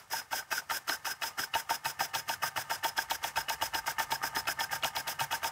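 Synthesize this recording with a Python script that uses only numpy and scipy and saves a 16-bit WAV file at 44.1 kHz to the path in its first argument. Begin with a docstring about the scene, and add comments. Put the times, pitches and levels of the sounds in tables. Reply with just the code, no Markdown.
"""The tail of a steam puff and a soft mechanical whirr open; then a toy steam engine puffs and knocks ever faster.
It stands on a thin base plate on a wooden table, close to a phone. The exhaust is noise gated by a port for
about half of each turn, colouring and hooting as it leaves a hose into a metal cup. The cylinder slaps, and
the loose crank and rod knock and bounce: short blows into decaying modes of frame, plate, base and table.
Brief toots, light taps, seeping steam, table rumble and a deep house murmur fill in around them."""
import sys
import numpy as np
from scipy import signal
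from scipy.fft import rfft, irfft
from scipy.io import wavfile
from scipy.ndimage import uniform_filter1d

SR = 44100
rng = np.random.default_rng(int(sys.argv[2]) if len(sys.argv) > 2 else 0)


def transcribe(u):
    """Save the signal u as a 16-bit wav file named by the first command-line argument.

    u: samples, shape (n,) or (channels, n), limited to [-1, 1]; the rate is SR.
    q: integer samples, one column per channel.
    """
    v = np.clip(np.atleast_2d(u).T, -1, 1)
    q = np.round(v * 32767).astype(np.int16)
    wavfile.write(sys.argv[1], SR, q)


N = 242991  # length in samples

# flywheel speed: (time [s], speed [turns/s])
SPEED = [(0, 4.573), (1, 5.846), (2, 6.829), (3, 7.561), (4, 8.197), (5.51, 8.413)]
START_TURN = 0.511  # share of the turn already past at 0 s; the exhaust port opens at each whole turn

# steam flow through the port over one turn: (share of turn [0-1], level [dB])
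PORT = [(0, -14), (.04, -2.5), (.09, 2), (.2, 0.5), (.3, 1), (.41, 1.5), (.46, -2.5), (.52, -13.5),
        (.6, -50), (.93, -47), (1, -6.5)]
# colour of the jet in the cup, with its dips: (frequency [Hz], relative density [dB per Hz])
JET_COLOUR = [(80, -46), (200, -16), (700, -10.5), (1100, -20), (1600, -9), (3400, -6.5), (4350, -21),
              (4800, -8.5), (5900, -6.5), (7000, -7.5), (7300, -17), (7700, -9.5), (9800, -14.5),
              (10500, -17.5), (11100, -11), (11700, -18), (12500, -10), (14000, -13.5), (14800, -4),
              (15500, -13.5)]
# air and wall resonances of the cup, before the jet colour: (frequency [Hz], width [Hz], gain over the jet [dB])
CUP = [(803, 92, 6.5), (5114, 27.3, 9), (5144, 140, 10.5), (5800, 640, -5), (7500, 230, -2.5),
       (7970, 100, -9), (8920, 150, 1.5), (9900, 140, -0.5), (11130, 80, 5.5), (11800, 100, 0.5),
       (12630, 460, -1), (13640, 460, -8.5)]
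# hooting note of the hose: (time [s], frequency [Hz])
HOSE_NOTE = [(0, 1555), (1, 1539), (2, 1565), (3, 1582), (4, 1609), (5.51, 1594)]
HOSE_WIDTH_HZ = 105
HISS_DB, HISS_SCATTER_DB = -38.5, 0.53  # before the port; scatter from puff to puff
HOSE_SWAY_DB = 2  # the hose shifts in the cup, so each puff favours other resonances
HOOT_DB, HOOT_DB_PER_TURN_S, HOOT_SCATTER_DB = -44.5, -0.67, 2.0  # before the port, at 8 turns/s

# loose parts rattling round the turn, at 8 turns/s: (share of turn [0-1], relative level [dB])
RATTLE = [(0, -66), (.2, -50), (.45, -59), (.6, -56), (.8, -54), (.9, -60), (1, -33)]
RATTLE_DB_PER_TURN_S = 3.5  # louder with speed
# modes that keep ringing between blows: (frequency [Hz], relative level [dB], t60 [s])
WHIRR = [(700, -17.5, 0.1), (781, -7, 0.14), (896, -4.5, 0.15), (1225.5, -3, 0.13), (1325, -10.5, 0.15),
         (1563, -10, 0.21), (1782, -2, 0.1), (2140, -6, 0.071), (2570, -13, 0.048), (2922, -3.5, 0.028)]

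# steam seeping past the port face, at 5.5 turns/s: (share of turn [0-1], level [dB])
SEEP = [(0, -48), (.45, -50.5), (.6, -54), (.8, -62.5), (.95, -59), (1, -68)]
# colour of the seeping steam: (frequency [Hz], relative density [dB per Hz])
SEEP_COLOUR = [(60, -14), (300, -8), (1000, 5), (2000, -0.5), (3500, -8), (4400, -8.5), (5000, -5.5),
               (8500, -8.5), (10500, -11.5), (15500, -16)]
SEEP_DB_PER_TURN_S = 1.5

# flywheel shaking the table: (time [s], level [dB])
RUMBLE = [(0, -69), (1.5, -68.5), (2.5, -63), (3.5, -68), (4.5, -59.5), (5.51, -63.5)]
# deep murmur of the house: (time [s], level [dB])
HOUSE = [(0, -80), (2.8, -79), (3.1, -63.5), (4.5, -65), (5.51, -70)]
# colour of the house murmur: (frequency [Hz], relative density [dB per Hz])
HOUSE_COLOUR = [(30, -13), (50, 0), (75, -1), (120, -18), (300, -48), (2000, -52)]

# modes of the engine frame: (frequency [Hz], relative level [dB], t60 [s])
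FRAME = [(1229, 0.5, 0.034), (1412, -5, 0.037), (1500, -6, 0.041), (1583, -3.5, 0.068), (1803, 1.5, 0.03),
         (2134, -5, 0.024), (2242, -9.5, 0.047), (2558, -7.5, 0.039), (2875, -3.5, 0.033), (3332, 2, 0.013),
         (3700, -16, 0.085), (4140, -9, 0.026)]
# modes of the base plate: (frequency [Hz], relative level [dB], t60 [s])
PLATE = [(549.4, -21, 0.11), (630, -9.5, 0.034), (700, -7.5, 0.057), (778.3, -5.5, 0.065),
         (909.5, -2, 0.13)]
# dull modes of the hollow base: (frequency [Hz], relative level [dB], t60 [s])
THUD = [(265, -4, 0.049), (308, 1.5, 0.035), (407, -3.5, 0.059)]
# low modes of the wooden table: (frequency [Hz], relative level [dB], t60 [s])
TABLE = [(94.3, -1.5, 0.055), (139.2, -1, 0.25), (166, -11.5, 0.18)]
# modes of the cylinder: (frequency [Hz], relative level [dB], t60 [s])
CYLINDER = [(673, -8, 0.068), (880, -13, 0.028), (1160, -6, 0.066), (1357, -1.5, 0.093), (1554, -3, 0.03),
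            (1786, -5, 0.088), (2070, -4, 0.026), (2570, -2.5, 0.091), (2919, -0.5, 0.055),
            (3320, -19, .04), (3790, -10.5, 0.035), (4520, -7.5, 0.014)]
# modes of the crank pin: (frequency [Hz], relative level [dB], t60 [s])
PIN = [(1390, -3, 0.0048), (2730, 3, 0.0018), (4060, 0, 0.0095), (6340, -2, 0.0022)]
UPPER_HZ = 2200  # modes above this follow the hardness of the blow

# light taps once a turn, at 7 turns/s:
# (share of turn [0-1], frame ring [dB], plate ring [dB], rise with speed [dB per turn/s])
TAP_PLACES = [(.44, -57, -45.5, 3), (.55, -54.5, -52, -3.5), (.89, -58.5, -56, 8)]
TAP_SCATTER_TURN, TAP_SCATTER_DB = 0.03, 3

# rocking cylinder slapping its port face as the pressure lets go: (time [s], ring level [dB])
SLAPS = [(0.1117, -45), (0.3159, -41), (0.5139, -36), (0.6977, -35.5), (0.878, -40), (1.0525, -39),
         (1.219, -37.5), (1.3828, -37.5), (1.5379, -33.5), (1.6928, -35.5), (1.8471, -37.5), (1.994, -36.5),
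         (2.139, -36.5), (2.279, -45), (2.423, -38), (2.561, -37), (2.6986, -37), (2.835, -39),
         (2.9696, -45), (3.1, -40.5), (3.2273, -49), (3.3584, -36.5), (3.484, -37), (3.612, -37),
         (3.7366, -37.5), (3.8595, -44), (3.983, -56), (4.1112, -44), (4.23, -53), (4.3536, -46),
         (4.4715, -36), (4.5914, -46), (4.71, -49), (4.8333, -33.5), (4.952, -44), (5.072, -40),
         (5.1929, -36), (5.3113, -38.5), (5.4308, -39)]
SLAP_UPPER_DB, SLAP_UPPER_SCATTER_DB = -3, 3.5  # upper cylinder modes relative to the ring

# crank and rod taking up their play: (time [s], pin tick [dB], frame ring [dB], plate ring [dB],
# dull thud [dB], table thump [dB])
KNOCKS = [(0.13, -49, -45, -28, -56, -55), (0.3272, -37, -41, -27, -59, -61),
          (0.5219, -43, -30, -31, -42, -77), (0.7077, -31, -32.5, -28.5, -48, -57),
          (0.889, -51, -36, -30, -58, -72), (0.8951, -24, -31.5, -33, -36.5, -69),
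          (1.0664, -50, -45, -28.5, -47, -61), (1.2326, -35, -33, -31, -47, -53),
          (1.3914, -39, -34, -38, -41.5, -50.5), (1.5499, -29, -35, -22.5, -44, -48),
          (1.7032, -29, -40, -21, -39.5, -50), (1.855, -28.5, -32.5, -28, -53, -48),
          (2.0037, -32, -30, -24, -45.5, -47.5), (2.1503, -26.5, -38, -28, -44.5, -47),
          (2.2919, -25, -38, -23.5, -49, -52), (2.4318, -59, -29.5, -24.5, -59, -49),
          (2.5731, -38, -33, -25, -43, -45), (2.708, -40, -33.5, -24, -55, -56),
          (2.8446, -25.5, -34, -23, -42, -69), (2.9789, -26, -35, -25.5, -41, -61),
          (3.1101, -23.5, -43, -25, -46, -74), (3.2401, -24.5, -39, -24, -50, -65),
          (3.37, -30, -31.5, -23.5, -60, -45), (3.4977, -22.5, -37, -25.5, -58, -65),
          (3.62, -30, -34, -24, -45, -50), (3.7469, -24, -38, -26.5, -36.5, -52),
          (3.8741, -44, -29.5, -24.5, -51, -52), (3.9962, -32.5, -31.5, -25.5, -43, -67),
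          (4.1188, -25, -39, -24.5, -44, -46), (4.2346, -54, -31.5, -28.5, -35, -49),
          (4.3624, -34, -30.5, -27.5, -34, -52), (4.4817, -32, -32.5, -27, -41, -58),
          (4.6054, -27, -36.5, -27, -52, -58), (4.726, -51, -34, -28, -58, -48.5),
          (4.8256, -35, -50, -43, -48, -75), (4.8457, -22, -46, -24.5, -42, -44),
          (4.965, -25, -41, -27.5, -50, -50), (5.0794, -28, -37, -29, -52, -62),
          (5.206, -28, -39.5, -25, -52.5, -44), (5.3243, -31, -44, -28, -66, -52),
          (5.4428, -31.5, -37, -27.5, -46, -53)]
RING_LAG_S = 0.001002  # the frame answers just after the tick
PLATE_LAG_S = 0.002007  # the blow reaches the plate through the frame
UPPER_DB, UPPER_PER_TICK = -34, 0.35  # upper frame modes for a tick of -32 dB; harder ticks wake them more
BOUNCE_S, BOUNCE_SCATTER_S = 0.009, 0.002  # the rod rebounds once
BOUNCE_FRAME_DB, BOUNCE_PLATE_DB, BOUNCE_THUD_DB, BOUNCE_THUMP_DB = -11, -8.5, -8, -7
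BOUNCE_SCATTER_DB = 3
PLATE_FREE_S, PLATE_DAMPED_DB = 0.022, -8  # the plate rings freely until the rod loads the frame again

# slugs of water leaving the hose make it toot: (centre time [s], peak level [dB])
TOOTS = [(0.198, -34), (0.392, -43), (0.582, -24), (0.923, -25.5), (1.093, -40), (1.438, -28.5),
         (1.572, -37), (2.314, -32), (2.338, -34.5), (2.991, -21), (3.153, -35), (3.908, -33), (4.159, -32),
         (4.276, -34), (4.5, -31), (4.881, -32)]
TOOT_S = 0.011

ROOM_T60_S, ROOM_DB = 0.42, -26
TOP_HZ = 15700


def undb(db):
    """Decibels to amplitude gain."""
    return 10 ** (np.asarray(db) / 20)


def unit(x):
    """A signal brought to rms 1."""
    return x / np.sqrt(np.mean(x ** 2))


def along(table, at):
    """Second column of a table, read at any value of the first."""
    return np.interp(at, *np.transpose(table)[:2])


def clock():
    """Time of every sample in seconds."""
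    return np.arange(N) / SR


def coloured(spectrum, x):
    """A sound filtered by a spectrum drawn over log frequency, brought to rms 1."""
    hz, db = np.transpose(spectrum)
    bins = np.arange(1, N // 2 + 2) * SR / N
    gain = undb(np.interp(np.log(bins), np.log(hz), db))
    return unit(irfft(rfft(x) * gain, N))


def resonant(hz, width, drive):
    """A drive ringing in one resonance, gain 1 at its centre."""
    return signal.lfilter(*signal.iirpeak(hz, hz / width, fs=SR), drive)


def walk(rate):
    """Random wander of rms 1, with a new target rate times a second."""
    step = int(SR / rate)
    targets = rng.standard_normal(N // step + 1)
    return unit(uniform_filter1d(np.repeat(targets, step), step)[:N])


def ring(modes, times, db, scatter_db, push_s, upper_db=0):
    """Blows of push_s into decaying modes; every blow excites each mode a little differently."""
    at = np.clip((np.asarray(times) * SR).astype(int), 0, N - 1)
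    chance = rng.standard_normal((len(at), len(modes)))
    out = np.zeros(N)
    for k, (hz, mode_db, t60) in enumerate(modes):
        blow_db = db + mode_db + scatter_db * chance[:, k] + upper_db * (hz > UPPER_HZ)
        blows = np.bincount(at, undb(blow_db), N)
        pole = np.exp(2j * np.pi * hz / SR - np.log(1000) / (t60 * SR))
        sign = (-1) ** k  # neighbouring modes start in opposite directions
        out += sign * signal.lfilter([1], [1, -pole], blows).imag
    return uniform_filter1d(out, max(int(push_s * SR), 1))


def chattering(modes, s, db, upper_db, spread_s, loss_db):
    """A blow followed by two weaker rebounds within spread_s."""
    first_lag, second_lag = rng.random((len(s), 2)).T * spread_s
    out = 0
    for lag, drop in ((0, 0), (first_lag, loss_db), (second_lag, loss_db)):
        out = out + ring(modes, s + lag, db - drop, 2.97, 0.00008, upper_db)
    return out


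def once_a_turn(turn, share):
    """Times at which the crank passes a share of its turn; -1 where it never does."""
    return np.interp(np.arange(int(turn[-1]) + 1) + share, turn, clock(), left=-1, right=-1)


def exhaust(turn, speed):
    """Hiss gated by the port, fluttering with wet steam; it sets cup and hose ringing."""
    puff = turn.astype(int)
    chance = rng.standard_normal((puff[-1] + 1, 2 + len(CUP))).T
    hiss_chance, hoot_chance, cup_chance = chance[0], chance[1], chance[2:]
    flow = undb(along(PORT, turn % 1) + 1.25 * walk(120))
    hiss = flow * undb(HISS_DB + HISS_SCATTER_DB * hiss_chance[puff])
    jet = hiss * rng.standard_normal(N)
    rings = 0
    for (hz, width, db), own in zip(CUP, cup_chance):
        swayed = jet * undb(HOSE_SWAY_DB * own[puff])
        rings = rings + undb(db) * resonant(hz, width, swayed)
    steam = coloured(JET_COLOUR, jet + rings) * np.sqrt(np.mean(hiss ** 2))
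    hoot_db = HOOT_DB + HOOT_DB_PER_TURN_S * (speed - 8) + HOOT_SCATTER_DB * hoot_chance[puff]
    gusts = flow * undb(hoot_db + 1.5 * walk(80))
    return steam + hoot(gusts)


def hoot(gusts):
    """Noisy gusts ringing in the hose, whose note drifts; steady gusts of 1 give rms 1."""
    pole = np.exp(-np.pi * HOSE_WIDTH_HZ / SR)
    noise = rng.standard_normal(N) + 1j * rng.standard_normal(N)
    swing = signal.lfilter([np.sqrt(1 - pole ** 2)], [1, -pole], gusts * noise)
    hz = along(HOSE_NOTE, clock()) * (1 + 0.01191 * walk(15))
    return (swing * np.exp(2j * np.pi * np.cumsum(hz) / SR)).real


def rattle(turn, speed, per_s=400):
    """Dense, soft random contacts of bearings and loose parts keep the freest modes humming."""
    place, size = rng.random((int(per_s * N / SR), 2)).T
    s = place * N / SR
    at = (s * SR).astype(int)
    db = along(RATTLE, turn[at] % 1) + RATTLE_DB_PER_TURN_S * (speed[at] - 8)
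    db = db - 3.1 * np.log(size + 0.046)  # a few contacts stand out
    return ring(WHIRR, s, db - 7.0, 3.5, 0.00015)


def seep(turn, speed):
    """A thin hiss of leaking steam that sags as the cylinder pressure falls."""
    db = along(SEEP, turn % 1) + SEEP_DB_PER_TURN_S * (speed - 5.5) + 1.3 * walk(60)
    return coloured(SEEP_COLOUR, rng.standard_normal(N)) * undb(db)


def rumble():
    """Noise ringing in the table's low modes."""
    body = sum(undb(db) * resonant(hz, 17.0, rng.standard_normal(N)) for hz, db, _ in TABLE)
    return unit(body) * undb(along(RUMBLE, clock()))


def house():
    """A faint, slowly swelling bass floor of filtered noise."""
    db = along(HOUSE, clock()) + 1.2 * walk(2.84)
    return coloured(HOUSE_COLOUR, rng.standard_normal(N)) * undb(db)


def taps(turn, speed):
    """Soft blows once a turn that wake mostly the lower modes of frame and plate."""
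    out = 0
    for share, frame_db, plate_db, db_per_turn_s in TAP_PLACES:
        lag, frame_size, plate_size = rng.standard_normal((int(turn[-1]) + 1, 3)).T
        s = once_a_turn(turn, share + TAP_SCATTER_TURN * lag)
        db = db_per_turn_s * (along(SPEED, s) - 7)
        db = db - 200 * (s < 0)  # silence taps outside the scene
        out = out + ring(FRAME, s, frame_db + db + TAP_SCATTER_DB * frame_size, 5.1, 0.00015, upper_db=-8.5)
        out = out + ring(PLATE, s, plate_db + db + TAP_SCATTER_DB * plate_size, 1.3, 0.0002)
    return out


def slaps():
    """The cylinder's own ring, struck with two rebounds near the start of each puff."""
    s, db = np.transpose(SLAPS)
    upper_db = SLAP_UPPER_DB + SLAP_UPPER_SCATTER_DB * rng.standard_normal(len(s))
    return chattering(CYLINDER, s, db, upper_db, spread_s=0.004, loss_db=1.5)


def ticks():
    """Hard, very short contacts of the crank pin that open each knock."""
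    s, db = np.transpose(KNOCKS)[:2]
    return ring(PIN, s, db, scatter_db=3.0, push_s=0.00003)


def knocks():
    """Each knock is a blow and a bounce, chattering in the frame and felt in plate, base and table."""
    s, tick_db, frame_db, plate_db, thud_db, thump_db = np.transpose(KNOCKS)
    lag, frame_size, plate_size, thud_size = rng.standard_normal((len(s), 4)).T

    def bounced(db, loss_db, size):
        """Levels of the blows, then of their bounces."""
        return np.r_[db, db + loss_db + BOUNCE_SCATTER_DB * size]

    upper_db = np.tile(UPPER_DB + UPPER_PER_TICK * (tick_db + 32) - frame_db, 2)
    s = np.r_[s, s + BOUNCE_S + BOUNCE_SCATTER_S * lag] + RING_LAG_S
    frame_db = bounced(frame_db, BOUNCE_FRAME_DB, frame_size)
    plate_db = bounced(plate_db, BOUNCE_PLATE_DB, plate_size)
    thud_db = bounced(thud_db, BOUNCE_THUD_DB, thud_size)
    thump_db = bounced(thump_db, BOUNCE_THUMP_DB, frame_size)  # bounces share the frame's scatter
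    frame = chattering(FRAME, s, frame_db, upper_db, spread_s=0.006, loss_db=6.0)
    plate = ring(PLATE, s + PLATE_LAG_S, plate_db, 1.54, 0.00012) * damping()
    thud = ring(THUD, s, thud_db, 2.7, 0.00079)
    thump = ring(TABLE, s, thump_db, 2.1, 0.0023)
    return frame + plate + thud + thump


def damping():
    """Gain on the plate ring: full just after each knock, then held down."""
    free = np.zeros(N)
    for s in np.transpose(KNOCKS)[0]:
        free[int(s * SR):int((s + PLATE_FREE_S) * SR)] = 1
    eased = uniform_filter1d(free, int(0.0032 * SR))
    return undb(PLATE_DAMPED_DB * (1 - eased))


def toots():
    """Short clear sine notes near the pitch of the hose, each under a smooth swell."""
    s, db = np.transpose(TOOTS)
    peaks = np.bincount((s * SR).astype(int), undb(db), N)
    swell = np.convolve(peaks, np.hanning(int(TOOT_S * SR)), "same")
    hz = along(HOSE_NOTE, clock()) * (1 + 0.015 * walk(12))
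    return swell * np.sin(2 * np.pi * np.cumsum(hz) / SR)


def room(x):
    """The sound plus a short diffuse tail of decaying noise."""
    s = np.arange(int(0.5 * SR)) / SR
    tail = rng.standard_normal(len(s)) * undb(-60 * s / ROOM_T60_S) * (s > 0.004)
    tail = tail / np.sqrt(np.sum(tail ** 2))
    return x + undb(ROOM_DB) * signal.fftconvolve(x, tail)[:N]


def scene():
    """The engine's sounds in the room, over seeping steam, rumble and house murmur."""
    speed = along(SPEED, clock())
    turn = START_TURN + np.cumsum(speed) / SR
    steam = exhaust(turn, speed) + toots()
    contacts = rattle(turn, speed) + taps(turn, speed) + slaps() + ticks() + knocks()
    return (room(steam + contacts) + seep(turn, speed) + rumble() + house())[None]


def record(dry):
    """The phone drops the deepest bass and cuts the top."""
    bass_cut = signal.sosfilt(signal.butter(4, 45, "high", fs=SR, output="sos"), dry)
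    return signal.sosfilt(signal.ellip(12, 0.2, 80, TOP_HZ, fs=SR, output="sos"), bass_cut)


dry = scene()
out = record(dry)
transcribe(out)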